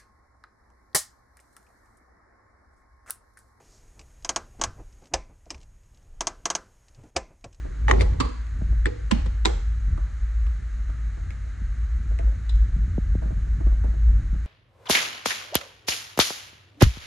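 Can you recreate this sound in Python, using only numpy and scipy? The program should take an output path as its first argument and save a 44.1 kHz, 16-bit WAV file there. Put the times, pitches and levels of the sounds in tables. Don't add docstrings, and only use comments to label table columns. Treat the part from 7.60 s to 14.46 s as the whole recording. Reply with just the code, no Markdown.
import sys
import numpy as np
from scipy import signal
from scipy.fft import rfft, irfft, next_fast_len
from scipy.io import wavfile
from scipy.ndimage import uniform_filter1d, map_coordinates

SR = 44100
rng = np.random.default_rng(int(sys.argv[2]) if len(sys.argv) > 2 else 0)


def wav_out(sig):
    wavfile.write(sys.argv[1], SR, np.round(np.clip(np.atleast_2d(sig).T, -1, 1) * 32767).astype(np.int16))


N = 302567
T = np.arange(SR // 3) / SR

# f/Hz, level/dB
HISS_COLOUR = [(530, -28), (900, -22), (1150, 3), (1580, 7), (2070, 2.5), (2600, -7.5), (2960, -8),
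               (3380, -13), (4020, -6.5), (4990, -21.5), (6540, -6), (8580, -21.5), (10200, -78.5),
               (11100, -60), (12000, -61.5), (15600, -79.5), (22000, -120)]
# f/Hz, level/dB
AIR_COLOUR = [(100, 15.5), (200, 1.5), (330, 0.5), (520, -3.5), (650, -0.5), (830, -5), (1100, -12),
              (2000, -32.5), (4000, -19.5), (9000, -24.5)]
# f/Hz, level/dB
DEEP_COLOUR = [(20, -33.5), (30, -17.5), (39, -5), (46, -5.5), (54, -2.5), (62, -8), (80, -23.5),
               (100, -37.5), (160, -36.5), (300, -129)]
# t/s, level/dB
DEEP_LEVEL = [(0, -32.5), (.2, -28.5), (.8, -29.5), (1.36, -29), (1.55, -23.5), (2.2, -23.5), (3.4, -27),
              (3.75, -32.5), (4.25, -23.5), (6.65, -23), (6.86, -24)]
# crest t/s, rise/dB, time from the crest to about a third of the rise/s
SWELLS = [(.38, 12.5, 0.16), (.76, -6, 0.015), (1.153, 12, 0.12), (1.35, -11, 0.042), (2.86, 8.5, 0.065),
          (3.001, -12.5, 0.027), (3.45, 3, .05), (3.97, -9, 0.014), (4.68, 8, 0.046), (4.8, -9.5, 0.086),
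          (4.98, 7.5, 0.15), (6.15, 7, 0.11), (6.5, 8.5, 0.092)]
# f/Hz, level/dB
HANDLING_COLOUR = [(50, 0), (85, 9.5), (105, 2.5), (150, -7.5), (200, -12), (300, -22.5), (600, -39),
                   (1500, -73)]
# t/s, level/dB
GRIP_LEVEL = [(0, -54), (.33, -29), (.62, -33.5), (0.769, -45.5), (1.1, -30.5), (1.33, -42), (1.55, -35.5),
              (1.8, -41.5), (2.35, -34.5), (2.7, -44), (3.65, -39.5), (3.95, -41.5), (4.45, -39.5),
              (5.1, -31.5), (6.75, -34.5), (6.86, -44)]
# t/s, peak level/dB, starting f/Hz
BUMPS = [(1.018, -23.5, 550), (1.666, -29.5, 340), (4.017, -29.5, 344), (4.641, -31.5, 420),
         (5.162, -23.5, 389), (5.185, -25.5, 258), (5.276, -28, 296), (5.379, -17, 1130),
         (5.551, -21, 1066), (5.655, -26.5, 522), (5.724, -25, 280), (5.77, -29, 232), (5.982, -30, 327),
         (6.065, -25.5, 902), (6.241, -33.5, 1210), (6.281, -28.5, 380), (6.728, -25.5, 332),
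         (6.758, -29, 302)]
# t/s, knock level over 5 ms/dB, rise/s
SHUFFLES = [(0.048, -34, 0.0045), (1.011, -36.5, 0.0023), (1.122, -38, 0.0033), (2.378, -35.5, .001),
            (2.867, -47.5, .002), (3.17, -48, 0.0028), (3.29, -40.5, .005), (3.57, -41, .008),
            (3.704, -43, .002), (3.86, -45.5, .004), (4.508, -36.5, .003), (4.591, -31, .004),
            (4.626, -42, .008), (4.672, -41, 0.0077), (4.715, -42, 0.007), (5.618, -30.5, .014),
            (5.655, -36, 0.006), (5.703, -32.5, 0.013), (5.86, -42.5, .008), (6.004, -31.5, .003),
            (6.068, -32, .001), (6.118, -37.5, .003), (6.239, -27, 0.0015), (6.335, -38, .004),
            (6.477, -41.5, .008), (6.742, -39, 0.0065)]
# f/Hz, level/dB
KNOCK_COLOUR = [(120, -4), (250, -2.5), (420, -2.5), (640, -3), (860, -14), (1080, -17.5), (1500, -27),
                (3000, -45.5), (8000, -47.5)]
# t/s, snap level over 5 ms/dB, f/Hz, ring level relative to the snap/dB
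CLINKS = [(.868, -50, 1880, -8), (2.377, -51.5, 1160, 10), (2.867, -51, 2440, -12.5),
          (2.869, -49, 1100, -1), (3.3, -47.5, 1300, -9), (3.706, -42.5, 2210, -14),
          (4.589, -41.5, 2120, -8), (4.956, -53.5, 7100, -14)]
# f/multiple of the tick's pitch, level/dB
TICK_COLOUR = [(0.248, -15), (0.599, -2.5), (.85, -2), (0.997, 5.5), (1.35, -8.5), (2.599, -14.5),
               (5, -23.5)]
# f/multiple of the tick's pitch, level/dB, t60/s
TICK_MODES = [(.83, -10.5, 0.035), (0.881, 5.5, 0.044), (0.999, 2, 0.021), (1.221, -8, 0.02),
              (1.36, -2.5, .02)]
# f/Hz, level/dB
CLICK_COLOUR = [(300, 1.5), (550, -2), (950, -2), (1300, -8), (2600, -10.5), (3250, -2), (3550, 6.5),
                (4000, 5.5), (4450, -10), (5050, -2), (5700, -17), (7000, -10), (8500, -13), (10500, -25),
                (13000, -47)]
# t/s, level/dB
SEAL_LEVEL = [(0, -46), (.15, -45), (0.272, -43), (0.333, -31.5), (0.387, -25.5), (.46, -42), (.56, -40),
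              (0.699, -56)]
# f/Hz, level/dB
RUBBER_COLOUR = [(150, 10.5), (300, 4), (385, 4.5), (520, 0), (700, -28), (1100, -8.5), (1600, -23),
                 (5000, -27.5), (10000, -46)]
# t/s, level over 5 ms/dB, f/Hz, t60/s
AFTER_RINGS = [(.316, -16, 380.7, 0.37), (.408, -19.5, 508, 0.14), (.607, -30, 1033, 0.31),
               (.607, -27.5, 1162, .3), (1.264, -26, 478, 0.49), (1.856, -25.5, 327.6, .22),
               (4.51, -40, 570, .07), (4.592, -29.5, 663, .06), (4.672, -37, 535, .12)]
# t/s, voice, clack level over 5 ms/dB, panel knock level over 5 ms/dB,
# clack t60/s, centre of the knock f/Hz. The row at 1.6603 s is a soft knuckle knock on the door,
# which borrows the cam's voice.
CONTACTS = [(0.2819, "latch", -24, -18.5, 0.082, 850), (0.291, "latch", -33, -28, .07, 500),
            (0.2977, "latch", -27, -18.5, 0.098, 523), (0.3113, "latch", -15, -18, .012, 394),
            (0.337, "latch", -37, -32.5, .04, 700), (.362, "latch", -45.5, -35.5, .04, 800),
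            (0.395, "lever", -37, -28, 0.055, 403), (0.401, "lever", -31.5, -34, 0.078, 450),
            (0.4085, "lever", -21.5, -36, 0.057, 507), (0.4167, "lever", -31.5, -27, 0.075, 556),
            (.535, "lever", -48, -37.5, 0.015, 294), (0.6011, "keeper", -20.5, -20.5, 0.035, 296),
            (.606, "keeper", -19.5, -16, 0.045, 269), (0.651, "keeper", -38, -34, .04, 294),
            (0.689, "keeper", -45, -45, 0.024, 288), (1.2572, "thumb turn", -24, -23.5, 0.057, 358),
            (1.268, "thumb turn", -44, -20.5, 0.034, 400), (1.5106, "cam", -25, -36.5, 0.028, 300),
            (1.5137, "cam", -21, -28, 0.011, 403), (1.519, "cam", -30, -12, 0.031, 184),
            (1.566, "cam", -52, -41, 0.04, 623), (1.6603, "cam", -39.5, -32, 0.039, 500),
            (1.8513, "bolt", -24, -48, 0.024, 330), (1.8553, "bolt", -15, -20, 0.0079, 380),
            (1.8623, "bolt", -27.5, -18, 0.079, 330), (1.881, "bolt", -40, -37, 0.043, 700),
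            (1.896, "bolt", -44.5, -38.5, 0.034, 850)]
# f/Hz, level/dB, t60/s
PANEL_MODES = [(161, -3, 0.084), (189, 4.5, 0.04), (234, 1.5, 0.057), (280, 2.5, 0.06), (313, -2.5, 0.079),
               (397, 1.5, 0.06), (440, 0.5, 0.073), (498, -0.5, 0.043), (620, -8, 0.056),
               (835, -2.5, 0.095)]
# f/Hz, level/dB
LEAF_COLOUR = [(130, -21), (290, -2.5), (470, 9), (620, -2), (800, 1), (1100, -10), (1500, -19),
               (4000, -46.5)]
# f/Hz, level/dB
LATCH_COLOUR = [(300, -13.5), (600, 3.5), (850, -8), (1100, 6.5), (1500, -8.5), (2000, 2.5), (2800, -13.5),
                (3900, -11.5), (5200, -21.5), (6200, -13), (7500, -21.5), (9500, -29.5), (11500, -39),
                (13000, -71)]
# f/Hz, level/dB
LEVER_COLOUR = [(300, -6), (600, 5.5), (800, -15), (1100, -7), (1500, -12.5), (2100, -7.5), (2800, -16),
                (3900, -14), (5200, -19.5), (7500, -21.5), (9500, -26.5), (11500, -33), (13000, -75)]
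# f/Hz, level/dB
KEEPER_COLOUR = [(300, 0), (520, -5), (780, -11), (980, 4.5), (1140, 8.5), (1330, -3), (2000, -7.5),
                 (2700, -7), (3700, -12), (4600, -6), (5400, -21), (7500, -17.5), (9500, -25.5),
                 (11500, -31), (13000, -63)]
# f/Hz, level/dB
THUMB_COLOUR = [(300, -0.5), (470, 14), (620, -2), (850, -7), (1100, 1.5), (1500, -2.5), (2000, 4),
                (2800, -8.5), (3900, -11), (4800, -10), (5900, -20), (7500, -15), (9500, -35), (11500, -40),
                (13000, -75)]
# f/Hz, level/dB
CAM_COLOUR = [(300, -12.5), (600, 5), (770, 0.5), (1020, 3.5), (1400, -2.5), (2000, 2), (2600, -2),
              (3900, -7), (5200, -10), (7500, -15), (9500, -25), (11500, -23), (13000, -50)]
# f/Hz, level/dB
BOLT_COLOUR = [(300, 0), (600, -8), (800, -8), (1100, -3), (1500, -3.5), (2000, -1.5), (2800, -9),
               (4000, -4), (5200, -13), (7500, -13), (9500, -27), (11500, -22.5), (13000, -64)]
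# f/Hz, width before mounting loss/Hz, level/dB
LATCH_MODES = [(837, 30, 3), (1166, 79, 4), (1200, 230, 15.5), (1860, 184, 20.5), (2980, 67, 4.5),
               (6460, 100, -5.5)]
# f/Hz, width before mounting loss/Hz, level/dB
LEVER_MODES = [(500, 17, -15), (2120, 260, -3.5), (3600, 32, -18.5), (4680, 120, -17), (6580, 97, -53),
               (7550, 58, -32)]
# f/Hz, width before mounting loss/Hz, level/dB
KEEPER_MODES = [(974, 53, 2.5), (1068, 40, 6), (2500, 220, -13.5), (3700, 150, 5.5), (5550, 160, 4.5),
                (7400, 120, 8)]
# f/Hz, width before mounting loss/Hz, level/dB
THUMB_MODES = [(1760, 130, 1.5), (3390, 67, -12.5), (7850, 99, -10)]
# f/Hz, width before mounting loss/Hz, level/dB
CAM_MODES = [(510, 40, 7.5), (712, 51, 1), (1013, 25, 7.5), (1880, 180, -11), (2550, 450, -19),
             (3250, 140, -3), (7730, 70, 9)]
# f/Hz, width before mounting loss/Hz, level/dB
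BOLT_MODES = [(570, 39, -6.5), (770, 7.3, 1.5), (1000, 13, 3.5), (1990, 350, 12), (2640, 180, 4),
              (3800, 130, 17.5), (4660, 82, 6), (8000, 90, 6)]
# f/Hz, t60/s
ROOM_DECAY = [(150, 0.59), (400, 0.45), (1100, 0.63), (2000, 0.54), (4500, 0.62), (8000, 0.57),
              (12000, 0.13)]
# f/Hz, left-right likeness
PORT_LIKENESS = [(100, .6), (180, .1), (300, -.75), (720, -.8), (1000, .05), (2000, .35), (4000, .15),
                 (8000, .1)]
# f/Hz, left minus right level/dB
PORT_LEAN = [(100, 0), (250, -21.5), (400, -8), (600, -1.5), (1200, -5.5), (3000, 3.5), (8000, -1.5)]

HUM_HZ, HUM_DB, HUM_WANDER_RAD = 54.35, 1.5, 0.34
BUMP_END_HZ, BUMP_SWEEP_S, BUMP_LENGTH_S = 135.2, 0.00246, 0.0082
BUMP_LAG_S = 0.00024
TICK_DB, TICK_HZ = -25, 1430
NEIGHBOUR_SPREAD, NEIGHBOUR_DB = 0.0558, -8.5
CLACK_RISE_S = 0.00062
GRAIN_HZ, GRAIN_DB = 420, 2.5
LEAF_RISE_S, LEAF_T60_S = 0.0036, 0.29
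MOUNTING_LOSS = .04
PORT_MISMATCH_DB = 0.56
TOP_HZ = 15800


def amp(db):
    return 10 ** (np.asarray(db) / 20)


def unit(x):
    return x / np.sqrt(np.mean(x ** 2) + 1e-20)


def brief(x):
    energy = np.sum(x ** 2, axis=-1, keepdims=True)
    return x * np.sqrt(.005 * SR / (energy + 1e-20))


def along(points, hz):
    f, value = np.transpose(points)
    return np.interp(np.log(hz + 1), np.log(f + 1), value)


def wobble(rate, size=N):
    knots = rng.standard_normal(int(size * rate / SR) + 4)
    return map_coordinates(knots, [np.arange(size) * rate / SR])


def rise(rise_s):
    return 1 - np.exp(-T / rise_s)


def filtered(x, response):
    size = next_fast_len(N + SR // 2)
    hz = np.fft.rfftfreq(size, 1 / SR)
    return irfft(rfft(x, size) * response(hz), size)[..., :N]


def noise(colour, channels=1):
    white = rng.standard_normal((channels, N))
    return unit(filtered(white, lambda hz: amp(along(colour, hz))))


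def struck(x, colour, size=16384):
    gain = amp(along(colour, np.fft.rfftfreq(size, 1 / SR)))
    cepstrum = irfft(np.log(gain))
    cepstrum[1:size // 2] *= 2
    cepstrum[size // 2 + 1:] = 0
    return irfft(rfft(x, size) * np.exp(rfft(cepstrum)), size)[..., :len(T)]


def burst(t60, size=260):
    spectrum = rfft(rng.standard_normal((2, len(T))) * amp(-60 * T / max(t60, .002)))
    power = uniform_filter1d(np.abs(spectrum) ** 2, size, axis=1)
    even = irfft(spectrum / np.sqrt(np.abs(power) + 1e-12), len(T))
    return even * (T < T[-1] / 2)


def ring(modes, scatter_db):
    hz, db, t60 = np.transpose(modes)[:, :, None]
    strength_db = db + scatter_db * rng.standard_normal(db.shape)
    phase = 2 * np.pi * (hz * T + rng.random(hz.shape))
    wave = np.sum(amp(strength_db - 60 * T / t60) * np.exp(1j * phase), axis=0)
    return np.array([wave.real, wave.imag])


def add(track, s, x):
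    part = track[:, round(s * SR):][:, :len(T)]
    part += x[..., :part.shape[1]]


def in_room(x, wet_db, near_db, near_t60):
    hz, t, spectrum = signal.stft(rng.standard_normal((2, SR * 3 // 4)), SR, nperseg=256)
    decay = amp(-60 * t / along(ROOM_DECAY, hz)[:, None])
    tail = signal.istft(spectrum * decay, SR, nperseg=256)[1]
    t = np.arange(tail.shape[1]) / SR
    tail *= 1 - np.exp(-t / 0.0046)
    near = rng.standard_normal(tail.shape) ** 3 * amp(-60 * t / near_t60) * (t > .002)
    tail *= amp(wet_db) / np.linalg.norm(tail, axis=1, keepdims=True)
    near *= amp(near_db) / np.linalg.norm(near, axis=1, keepdims=True)
    return x + signal.fftconvolve(x, tail + near, axes=1)[:, :N]


def hiss():
    shared = amp(-54.0) * noise(HISS_COLOUR)
    separate = amp(-71.5) * noise(HISS_COLOUR, channels=2)
    return shared + separate


def room_air():
    return amp(-46.5) * noise(AIR_COLOUR, channels=2)


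def rumble():
    t = np.arange(N) / SR
    hum = np.sqrt(2) * np.sin(2 * np.pi * HUM_HZ * t + HUM_WANDER_RAD * wobble(5))
    deep = unit(amp(HUM_DB) * hum + noise(DEEP_COLOUR)[0])
    deep /= np.sqrt(np.abs(uniform_filter1d(deep ** 2, size=SR // 4)) + 0.02)
    slow_db = np.interp(t, *np.transpose(DEEP_LEVEL))
    swell_db = sum(db * np.exp(-((t - s) / width_s) ** 2) for s, db, width_s in SWELLS)
    return amp(slow_db + swell_db) * deep


def handling(flutter_db):
    grip_db = np.interp(np.arange(N) / SR, *np.transpose(GRIP_LEVEL))
    return amp(grip_db + flutter_db * wobble(14)) * noise(HANDLING_COLOUR)


def bumps():
    track = np.zeros((2, N))
    age = T / BUMP_SWEEP_S
    swell = age ** 1.35 * np.exp(-(T / BUMP_LENGTH_S) ** 2)
    swell /= swell.max()
    lag_s = np.array([[0], [BUMP_LAG_S]])
    for s, db, start_hz in BUMPS:
        pitch_hz = BUMP_END_HZ + (start_hz - BUMP_END_HZ) * np.exp(-age)
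        cycles = np.cumsum(pitch_hz) / SR - pitch_hz * lag_s
        add(track, s, amp(db) * swell * np.sin(2 * np.pi * cycles))
    return track


def tick(hz, ring_db):
    colour = [(ratio * hz, db) for ratio, db in TICK_COLOUR]
    modes = [(ratio * hz, db, t60) for ratio, db, t60 in TICK_MODES]
    snap = brief(struck(burst(t60=0.0052), colour))
    return snap + amp(ring_db) * brief(ring(modes, scatter_db=4.0))


def shuffles():
    track = np.zeros((2, N))
    for s, db, hz, ring_db in CLINKS:
        add(track, s, amp(db) * tick(hz, ring_db))
    for s, db, rise_s in SHUFFLES:
        knock = brief(struck(burst(t60=0.062) * rise(rise_s), KNOCK_COLOUR))
        top = amp(TICK_DB) * tick(TICK_HZ, ring_db=-3.5)
        add(track, s, amp(db) * (knock + top))
    return in_room(track, wet_db=-8.0, near_db=-6.0, near_t60=0.064)


def click():
    track = np.zeros((2, N))
    snap = brief(struck(burst(t60=.035) * rise(CLACK_RISE_S), CLICK_COLOUR))
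    add(track, 4.893, amp(-37) * snap)
    return in_room(track, wet_db=-9.5, near_db=-9, near_t60=.06)


def seal():
    s, db = np.transpose(SEAL_LEVEL)
    level_db = np.interp(np.arange(N) / SR, s, db, right=-120)
    return amp(level_db + 2.1 * wobble(90)) * noise(RUBBER_COLOUR, channels=2)


def after_rings():
    track = np.zeros((2, N))
    for s, db, hz, t60 in AFTER_RINGS:
        modes = [(hz * (1 + NEIGHBOUR_SPREAD * side), NEIGHBOUR_DB * abs(side), t60) for side in (-1, 0, 1)]
        add(track, s, amp(db) * brief(ring(modes, scatter_db=2.0) * rise(.004)))
    return track


def leaf_rattle():
    return brief(struck(burst(LEAF_T60_S) * rise(LEAF_RISE_S), LEAF_COLOUR))


def door_part(voice, colour, modes, ring_db, leaf_db, wet_db):
    metal = []
    for hz, width_hz, db in modes:
        t60 = np.log(1000) / (np.pi * (width_hz + MOUNTING_LOSS * hz))
        metal.append((hz, db, t60))
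    body, hardware = np.zeros((2, 2, N))
    for s, name, clack_db, knock_db, clack_t60, centre_hz in CONTACTS:
        if name != voice:
            continue
        panel = [(hz, db - 17 * abs(np.log2(hz / centre_hz)), t60) for hz, db, t60 in PANEL_MODES]
        grain = amp(GRAIN_DB * wobble(GRAIN_HZ, size=len(T)))
        clack = brief(struck(burst(clack_t60) * grain * rise(CLACK_RISE_S), colour))
        knock = brief(ring(panel, scatter_db=1.0) * rise(0.0037))
        metal_ring = brief(ring(metal, scatter_db=0.0) * rise(0.00076))
        add(body, s, amp(clack_db) * clack)
        add(body, s, amp(knock_db + leaf_db) * leaf_rattle())
        add(body, s, amp(knock_db) * knock)
        add(hardware, s, amp(clack_db + ring_db) * metal_ring)
    return in_room(body, wet_db, near_db=-9, near_t60=0.045) + hardware


def door():
    return (door_part("latch", LATCH_COLOUR, LATCH_MODES, ring_db=4.0, leaf_db=0, wet_db=-17.0)
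            + door_part("lever", LEVER_COLOUR, LEVER_MODES, ring_db=1.5, leaf_db=-0.5, wet_db=-11.5)
            + door_part("keeper", KEEPER_COLOUR, KEEPER_MODES, ring_db=-4.0, leaf_db=-11.5, wet_db=-10.5)
            + door_part("thumb turn", THUMB_COLOUR, THUMB_MODES, ring_db=5.0, leaf_db=-20, wet_db=-11.0)
            + door_part("cam", CAM_COLOUR, CAM_MODES, ring_db=0, leaf_db=-15.0, wet_db=-11)
            + door_part("bolt", BOLT_COLOUR, BOLT_MODES, ring_db=0.0, leaf_db=-4, wet_db=-14.0))


def ports(x):
    def alike(hz):
        return np.clip(along(PORT_LIKENESS, hz), -.99, .99)

    def unlike(hz):
        return np.sqrt(1 - alike(hz) ** 2)

    def balance(hz):
        lean = amp(along(PORT_LEAN, hz))
        return np.array([lean, np.ones_like(hz)]) / np.sqrt((1 + lean ** 2) / 2)

    left, right = x
    left = filtered(right, alike) + filtered(left, unlike)
    return filtered(np.array([left, right]), balance)


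def scene():
    airborne = room_air() + shuffles() + click() + seal() + after_rings() + door()
    return hiss() + rumble() + handling(flutter_db=3.5) + bumps() + ports(airborne)


def record(dry):
    ceiling = .76
    rounded = dry / (1 + np.abs(dry / ceiling) ** 6) ** (1 / 6)
    colour = [(22, -8.5), (38, 0.5), (10000, -1.5), (11200, -11.0), (12400, -37.5)]  # f/Hz, level/dB
    mismatch = amp(PORT_MISMATCH_DB * np.array([[.5], [-.5]]))
    return mismatch * filtered(rounded, lambda hz: amp(along(colour, hz)) * (hz < TOP_HZ))


dry = scene()
out = record(dry)
wav_out(out)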